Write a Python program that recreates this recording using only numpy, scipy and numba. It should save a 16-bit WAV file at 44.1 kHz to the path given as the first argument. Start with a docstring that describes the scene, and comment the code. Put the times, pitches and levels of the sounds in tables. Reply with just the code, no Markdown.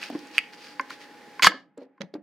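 """In a kitchen, a plastic wedge cutter is pressed through a raw potato on a board, close to the microphones.
Hands rub (filtered grains); handles snap and the frame clicks under load (decaying modes plus contact noise).
The potato gives way in one short crunch (swelling grains, pulsed cracks) and the frame slams onto its base.
Wedges tumble out with thuds (modes, rumble) and wet slaps (crackle). The recorder's gain control ducks at the
crunch, and the fan (coloured noise, faint wavering tone) sinks with it."""
import sys
import numpy as np
from scipy import signal
from scipy.fft import rfft, irfft, next_fast_len
from scipy.io import wavfile
from scipy.ndimage import uniform_filter1d
from numba import njit

SR = 44100
rng = np.random.default_rng(int(sys.argv[2]) if len(sys.argv) > 2 else 0)


def store_pcm(level_fs):
    """Save levels as 16-bit WAV."""
    pcm = np.round(np.clip(level_fs, -1, 1) * 32767).astype(np.int16)
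    wavfile.write(sys.argv[1], SR, np.atleast_2d(pcm).T)


N = 98298
T = np.arange(N) / SR
SHORT = T[:SR // 2]


def amp(db):
    """Decibels to gain."""
    return 10 ** (np.asarray(db) / 20)


def along(points, hz):
    """Read (frequency [Hz], value) points on a log-frequency axis."""
    f, v = np.array(points, float).T
    return np.interp(np.log(np.maximum(hz, 1)), np.log(f), v)


def colour(x, points):
    """Minimum-phase filter with the given (frequency [Hz], level [dB]) response."""
    size = 2 * next_fast_len(len(x))
    log_gain = np.log(amp(along(points, np.fft.rfftfreq(size, 1 / SR))))
    cepstrum = irfft(log_gain)
    # fold onto positive time: causal response
    cepstrum[1:size // 2] *= 2
    cepstrum[size // 2 + 1:] = 0
    response = np.exp(rfft(cepstrum))
    return irfft(rfft(x, size) * response)[:len(x)]


def unit(x):
    """Scale to rms 1."""
    return x / np.sqrt(np.mean(x ** 2))


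def fade(t60_s):
    """Exponential decay, -60 dB at t60."""
    return np.exp(-np.log(1000) * SHORT / t60_s)


def high_pass(x, order, hz):
    """Butterworth low cut."""
    return signal.sosfilt(signal.butter(order, hz, "high", fs=SR, output="sos"), x)


def add(track, at_s, sound):
    """Mix a sound in at a time."""
    i = int(max(at_s, 0) * SR)
    track[..., i:i + sound.shape[-1]] += sound[..., :max(N - i, 0)]


def grains(per_s, spread_db, size):
    """Random clicks of uneven strength and random sign, rms 1."""
    hits = rng.random(size) < per_s / SR
    signs = np.sign(rng.standard_normal(size))
    strength = amp(spread_db * np.minimum(rng.exponential(size=size), np.pi))
    return unit(hits * signs * strength)


# contact noise of plastic: (frequency [Hz], level [dB])
CONTACT_COLOUR = [(40, -26.5), (200, -7), (900, 9), (2500, 4.5), (5000, -2), (9000, -9), (16000, -19)]
GRIT_T60_S = 0.0091


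def strike(modes, rise_s, grit_db):
    """Struck body: decaying modes with peak 1 plus a short burst of contact noise."""
    ring = sum(amp(db) * fade(t60) * np.sin(2 * np.pi * hz * SHORT) for hz, db, t60 in modes)
    ring = ring * (1 - np.exp(-(SHORT / rise_s) ** 2))
    grit = unit(colour(rng.standard_normal(len(SHORT)), CONTACT_COLOUR)) * fade(GRIT_T60_S)
    return ring / np.abs(ring).max() + amp(grit_db) * grit


# tearing flesh: (frequency [Hz], level [dB])
FLESH_COLOUR = [(30, -34.5), (150, -12.5), (450, -11.5), (700, -20), (1100, -2.5), (1600, -8), (2120, 2),
                (2500, -13), (3200, 1), (3800, -6), (4600, 0), (5600, -12.5), (6800, -10.5), (8800, -22),
                (13000, -26.5), (16000, -39)]
CUT_START_S, CUT_END_S, CUT_RISE_S, CUT_FALL_S = 1.4225, 1.473, 0.0016, 0.012
CUT_DB, CUT_SWELL_DB_PER_S = -17, 331.5
CELLS_PER_S, CELL_SPREAD_DB = 7000, 0.5


def crunch():
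    """Cells burst along the blades as dense grains, harder and harder until the cut ends."""
    since_s = np.clip(T, CUT_START_S, CUT_END_S) - CUT_START_S
    force = amp(CUT_DB + CUT_SWELL_DB_PER_S * since_s)
    force = force * (1 - np.exp(-since_s / CUT_RISE_S))
    force = force * np.exp(-np.maximum(T - CUT_END_S, 0) / CUT_FALL_S)
    cells = grains(CELLS_PER_S, CELL_SPREAD_DB, size=N)
    return colour(cells * force, FLESH_COLOUR) / colour(cells, FLESH_COLOUR).std()


# ticks under load, big splits in the flesh, wedges parting:
# (time [s], level [dB], decay constant [s], pitch [Hz])
SPLITS = [(.1005, -28, .002, 700), (0.191, -37.5, .001, 5100), (0.2708, -43, .001, 6900),
          (0.811, -35, .001, 6230), (0.9037, -31.5, .002, 4160), (.9062, -27, .002, 1360),
          (1.4227, -7, .002, 2190), (1.4299, -10, 0.0027, 3800), (1.4321, -2.5, 0.0019, 2620),
          (1.4357, -3, .001, 2200), (1.4445, -0.5, .0012, 6240), (1.4495, -1.5, .001, 2120),
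          (1.456, -0.5, .0012, 3030), (1.4639, -3.5, .003, 4650), (1.4667, 9, .0015, 4540),
          (1.4672, 12.5, .001, 1596), (1.7774, -27, .002, 7500), (2.0174, -12, 0.00067, 5940),
          (2.1405, -17, .001, 4520)]
# colour of a split: (ratio to its pitch, level [dB])
SPLIT_SHAPE = [(.05, -33), (.4, -17.5), (.75, -4.5), (1, 6.5), (1.25, -9), (2.3, -21), (8, -32.5)]
SPLIT_EDGE_DB = 14


def splits():
    """Each split opens with one sharp pulse and runs on as noise for a few milliseconds."""
    out, t = np.zeros(N), SHORT[:SR // 10]
    for at_s, db, decay_s, hz in SPLITS:
        run = rng.standard_normal(len(t)) * np.exp(-t / decay_s)
        edge = amp(SPLIT_EDGE_DB) * (t == 0)
        crack = colour(run + edge, [(hz * ratio, shape_db) for ratio, shape_db in SPLIT_SHAPE])
        add(out, at_s, amp(db) * crack / np.abs(crack).max())
    return out


# frame hits its base and rebounds: (time [s], level [dB])
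SLAMS = [(1.4699, 22), (1.4761, 11.5)]
# frame and base ringing together: (frequency [Hz], level [dB], t60 [s])
SLAM_MODES = [(194.3, -16, 0.082), (489, -23.5, 0.11), (879, -12, 0.0085), (1226, -19.5, 0.061),
              (1275, 6, 0.017), (1674, 5.5, 0.028), (2138, -8.5, 0.064), (2910, -2.5, 0.017),
              (4730, -14, 0.013)]
SLAM_RISE_S, SLAM_GRIT_DB = 0.00033, -8


def slams():
    """Frame and base ring together on impact."""
    out = np.zeros(N)
    for at_s, db in SLAMS:
        add(out, at_s, amp(db) * strike(SLAM_MODES, SLAM_RISE_S, SLAM_GRIT_DB))
    return out


# loaded frame slips in its guide: (time [s], level [dB])
SLIPS = [(0.148, -33), (0.7957, -9), (0.9041, -27), (1.3948, -16), (1.4447, 7), (1.519, 0), (1.979, -24)]
# frame ring: (frequency [Hz], level [dB], t60 [s])
FRAME_MODES = [(1050, 0, 0.041), (1436, -4.5, 0.017), (1550, -15, 0.063), (1697, -11, 0.029),
               (2100, -6.5, 0.021), (2820, -23.5, 0.018), (4800, -20, 0.012)]
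FRAME_RISE_S, FRAME_GRIT_DB, FRAME_LOW_CUT_HZ = 0.00031, -30, 1120


def slips():
    """Loaded frame slips and rings, its lows cut."""
    out = np.zeros(N)
    for at_s, db in SLIPS:
        click = strike(FRAME_MODES, FRAME_RISE_S, FRAME_GRIT_DB)
        add(out, at_s, amp(db) * high_pass(click, 4, FRAME_LOW_CUT_HZ))
    return out


# plastic handles snap: (time [s], level [dB])
SNAPS = [(0.0289, -20), (0.041, -26.5), (0.3812, 0), (0.388, -6), (0.4368, -34)]
# handle ring: (frequency [Hz], level [dB], t60 [s])
SNAP_MODES = [(2525, 17.5, 0.0023), (2248, -22, 0.0048), (3070, -34, 0.015), (4640, -26.5, 0.012),
              (8320, 1, 0.0012)]
SNAP_RISE_S, SNAP_GRIT_DB = 0.0012, -19
BOARD_ECHO_S, BOARD_ECHO_DB = 0.0031, -14.5


def snaps():
    """Handles ring very briefly; the board returns one weaker echo."""
    out = np.zeros(N)
    for at_s, db in SNAPS:
        snap = amp(db) * strike(SNAP_MODES, SNAP_RISE_S, SNAP_GRIT_DB)
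        add(out, at_s, snap)
        add(out, at_s + BOARD_ECHO_S, amp(BOARD_ECHO_DB) * snap)
    return out


# cutter rocks on the board, then wedges land:
# (time [s], level [dB], pitch [Hz], t60 [s], board ring [dB])
THUDS = [(.1, -27.5, 274, 0.07, -16), (.124, -31.5, 249, 0.19, -30), (0.1509, -20, 297, 0.064, -22.5),
         (0.7986, -33, 275, 0.074, -3.5), (1.495, -12, 311.5, 0.14, -12), (1.54, -14.5, 268.5, 0.14, -2.5),
         (1.774, -13, 466, 0.081, -19), (1.781, -15.5, 277.3, 0.18, -3.5), (1.815, -17, 493.4, 0.11, -1.5),
         (1.818, -21, 262.8, .3, -7), (2.0043, -9, 196.4, 0.1, -5), (2.033, -12.5, 174.5, 0.1, -21),
         (2.138, -9, 392, 0.028, -11.5), (2.15, -7, 304.7, 0.11, -10), (2.177, -21.5, 199.5, 0.12, -9)]
# partials of a thud: (ratio to its pitch, level [dB], share of its t60)
THUD_MODES = [(1, 7, 1), (1.5, -11.5, 0.99), (1.5, -21.5, .6), (2.75, -18, .45)]
# dull board rumble: (frequency [Hz], level [dB])
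BOARD_COLOUR = [(60, -17), (140, -13), (260, 5.5), (540, -7), (800, -5.5), (1100, -12), (2500, -22.5),
                (12000, -54.5)]
# board's own ring: (frequency [Hz], level [dB], t60 [s])
BOARD_MODES = [(558.7, -1, 0.097), (385, -3.5, 0.075)]
THUD_RISE_S, THUD_GRIT_DB = 0.0012, -45
RUMBLE_DB, RUMBLE_T60_SHARE = -12, 0.97


def thuds():
    """Soft, heavy contacts set the board rumbling and ringing."""
    out = np.zeros(N)
    for at_s, db, hz, t60, ring_db in THUDS:
        modes = [(hz * ratio, mode_db, t60 * share) for ratio, mode_db, share in THUD_MODES]
        body = strike(modes, THUD_RISE_S, THUD_GRIT_DB)
        rumble = unit(colour(rng.standard_normal(len(SHORT)), BOARD_COLOUR))
        rumble = amp(RUMBLE_DB) * rumble * fade(t60 * RUMBLE_T60_SHARE)
        ring = amp(ring_db) * strike(BOARD_MODES, THUD_RISE_S, THUD_GRIT_DB)
        add(out, at_s, amp(db) * (body + rumble + ring))
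    return out


# cut flesh slaps down: (time [s], level [dB], t60 [s], left-right [dB])
SLAPS = [(1.778, -30.5, 0.03, -5), (2.008, -16.5, 0.06, -7), (2.017, -8, 0.012, -18), (2.14, -24, 0.036, 3)]
# wet crackle: (frequency [Hz], level [dB])
WET_COLOUR = [(100, -36), (560, 15.5), (900, -2), (1600, 6.5), (2300, 2.5), (4500, 0), (6200, -9),
              (8500, -36), (15000, -57)]


def slaps():
    """Moist cut faces smack down with a brief crackle of grains."""
    out = np.zeros((2, N))
    for at_s, db, t60, pan_db in SLAPS:
        crackle = unit(colour(grains(per_s=2800, spread_db=1.5, size=len(SHORT)), WET_COLOUR))
        add(out, at_s, crackle * fade(t60) * amp([[db + pan_db / 2], [db - pan_db / 2]]))
    return out


# hands and potato skin on plastic:
# (time of peak [s], half length to 1/e [s], level [dB], scrape pitch [Hz])
RUBS = [(0.039, 0.036, -39.5, 2530), (0.116, 0.067, -53.5, 4540), (0.28, 0.16, -55, 2520),
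        (0.368, 0.027, -45, 2560), (0.417, 0.023, -63, 2530), (0.538, 0.013, -49.5, 5460),
        (.655, 0.084, -47, 4760), (0.924, 0.0315, -44, 1902), (1.026, 0.035, -49, 1760),
        (1.561, 0.033, -44, 2520), (1.82, 0.038, -42.5, 4240)]
# skin on plastic: (frequency [Hz], level [dB])
SKIN_COLOUR = [(60, -28.5), (300, -13), (900, -5.5), (1700, 3), (2600, 2.5), (3800, -2), (4800, 0.5),
               (7500, -15.5), (11000, -20.5), (16000, -29)]
SCRAPE_Q, SCRAPE_DB, DRAG_NOISE_DB = 13, -2.5, -4
CATCHES_PER_S, CATCH_SPREAD_DB = 700, 0.5


def hands():
    """Skin drags and catches on the plastic in short swells, each with its own scraping resonance."""
    out = np.zeros(N)
    catches = grains(CATCHES_PER_S, CATCH_SPREAD_DB, size=N)
    drag = colour(catches + amp(DRAG_NOISE_DB) * rng.standard_normal(N), SKIN_COLOUR)
    for at_s, half_s, db, hz in RUBS:
        scrape = signal.lfilter(*signal.iirpeak(hz, SCRAPE_Q, fs=SR), drag)
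        swell = np.exp(-((T - at_s) / half_s) ** 2)
        out += amp(db) * unit(drag + amp(SCRAPE_DB) * scrape) * swell
    return out


def stereo(mid, other, side):
    """Left and right: a shared part plus and minus a coloured other part."""
    return mid + colour(other, side) * np.array([[1], [-1]])


# microphone difference for the close impacts and crunch: (frequency [Hz], level [dB])
NEAR_SIDE = [(100, -0.5), (400, -26), (1200, -17), (2800, -16), (5500, -7.5), (10000, -4.5), (15000, -1)]
# microphone difference for rubs, fan and room: (frequency [Hz], level [dB])
FAR_SIDE = [(60, 1.5), (200, -12.5), (640, -10), (1400, -11), (3100, -6.5), (7000, -4), (15000, 3.5)]


def near(x, side):
    """A close sound reaches the two microphones by slightly different short paths."""
    paths = unit(rng.standard_normal(size=320))
    smeared = np.convolve(x, paths / np.sqrt(len(paths)))[:N]
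    return stereo(x, smeared, side)


# fan and room noise: (frequency [Hz], level [dB])
FAN_COLOUR = [(25, -35.5), (100, -24), (170, -9.5), (290, 1), (390, -7.5), (470, -1.5), (640, -12.5),
              (850, -9), (1250, -14), (1730, -7.5), (2600, -14), (3800, -19), (4700, -18), (7000, -27.5),
              (16000, -39)]
FAN_DB, FAN_TONE_DB, FAN_TONE_HZ = -50, -55, 831.6
FAN_WAVER = 0.003  # rms share of the tone frequency


def fan():
    """Steady rush of air with one faint wavering tone."""
    mid, other = (unit(colour(rng.standard_normal(N), FAN_COLOUR)) for _ in range(2))
    waver = unit(uniform_filter1d(rng.standard_normal(N), size=2000))
    tone_hz = FAN_TONE_HZ * (1 + FAN_WAVER * waver)
    tone = np.sqrt(2) * np.sin(2 * np.pi * np.cumsum(tone_hz) / SR)
    return amp(FAN_DB) * stereo(mid, other, FAR_SIDE) + amp(FAN_TONE_DB) * tone


# kitchen decay: (band centre [Hz], t60 [s])
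ROOM_T60 = [(150, 1.18), (400, 0.36), (1500, 0.2569), (5000, 0.33), (12000, 0.11)]
# kitchen tail: (frequency [Hz], level [dB])
ROOM_COLOUR = [(50, -19.5), (280, 2), (700, 7), (1100, -2), (1800, 5), (2500, 0.5), (5000, 2), (8000, -5),
               (16000, -7)]
ROOM_DB, ROOM_ONSET_S = -19.5, 0.0043


def kitchen(x):
    """Diffuse tail of noise bands: bass lingers longest, the top dies first."""
    hz = np.fft.rfftfreq(len(SHORT), 1 / SR)
    tails = []
    for _ in range(2):
        noise = rfft(rng.standard_normal(len(SHORT)))
        tail = np.zeros(len(SHORT))
        for centre, t60 in ROOM_T60:
            band = along([(f, f == centre) for f, _ in ROOM_T60], hz)  # triangular
            tail += irfft(noise * band, len(SHORT)) * fade(t60)
        tail = tail * (1 - np.exp(-(SHORT / ROOM_ONSET_S) ** 2))
        tail = colour(tail / np.linalg.norm(tail), ROOM_COLOUR)
        tails.append(signal.fftconvolve(x, tail)[:N])
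    return amp(ROOM_DB) * stereo(*tails, FAR_SIDE)


STRUCK_LOW_CUT_HZ, BALANCE_DB = 199, -0.45


def scene():
    """Cutter, potato and hands close by in a kitchen; the struck sounds have a low cut."""
    struck = high_pass(slams() + slips() + snaps() + thuds(), 2, STRUCK_LOW_CUT_HZ)
    close = struck + crunch() + splits()
    rub, wet = hands(), slaps()
    direct = near(close, NEAR_SIDE) + near(rub, FAR_SIDE) + wet
    room = kitchen(close + rub + wet.mean(0))
    return (direct + room + fan()) * amp([[BALANCE_DB / 2], [-BALANCE_DB / 2]])


@njit
def duck(size, limit, fall, rise, follow, deepest):
    """Gain in dB: falls while the smoothed output is over the limit, else creeps back."""
    out, level, db = np.empty(len(size)), 0., 0.
    for i in range(len(size)):
        level += (size[i] * 10 ** (db / 20) - level) * follow
        db = max(db - fall, -deepest) if level > limit else min(db + rise, 0.)
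        out[i] = db
    return out


DUCK_ABOVE_DB, DUCK_RANGE_DB, DETECTOR_S = -21.5, 25.5, 0.0011
DUCK_DB_PER_S, RECOVER_DB_PER_S = 385, 2.5
HISS_ABOVE_HZ, HISS_GATE_DB, TOP_HZ = 2300, -65.5, 15850


def record(dry):
    """Gain control, a suppressor that turns faint treble down, clipping near full scale, steep top cut."""
    gain_db = duck(np.abs(dry).mean(0), float(amp(DUCK_ABOVE_DB)), DUCK_DB_PER_S / SR,
                   RECOVER_DB_PER_S / SR, 1 / (DETECTOR_S * SR), float(DUCK_RANGE_DB))
    x = dry * amp(gain_db)
    treble_cut = signal.butter(2, HISS_ABOVE_HZ, "high", fs=SR, output="sos")
    treble = signal.sosfiltfilt(treble_cut, x)
    power = np.abs(uniform_filter1d((treble ** 2).mean(0), size=512))
    x = x - treble / (1 + power / amp(HISS_GATE_DB) ** 2)
    lowpass = signal.ellip(10, .1, 70, TOP_HZ, fs=SR, output="sos")
    return signal.sosfilt(lowpass, np.clip(x, -.9, .9))


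dry = scene()
out = record(dry)
store_pcm(out)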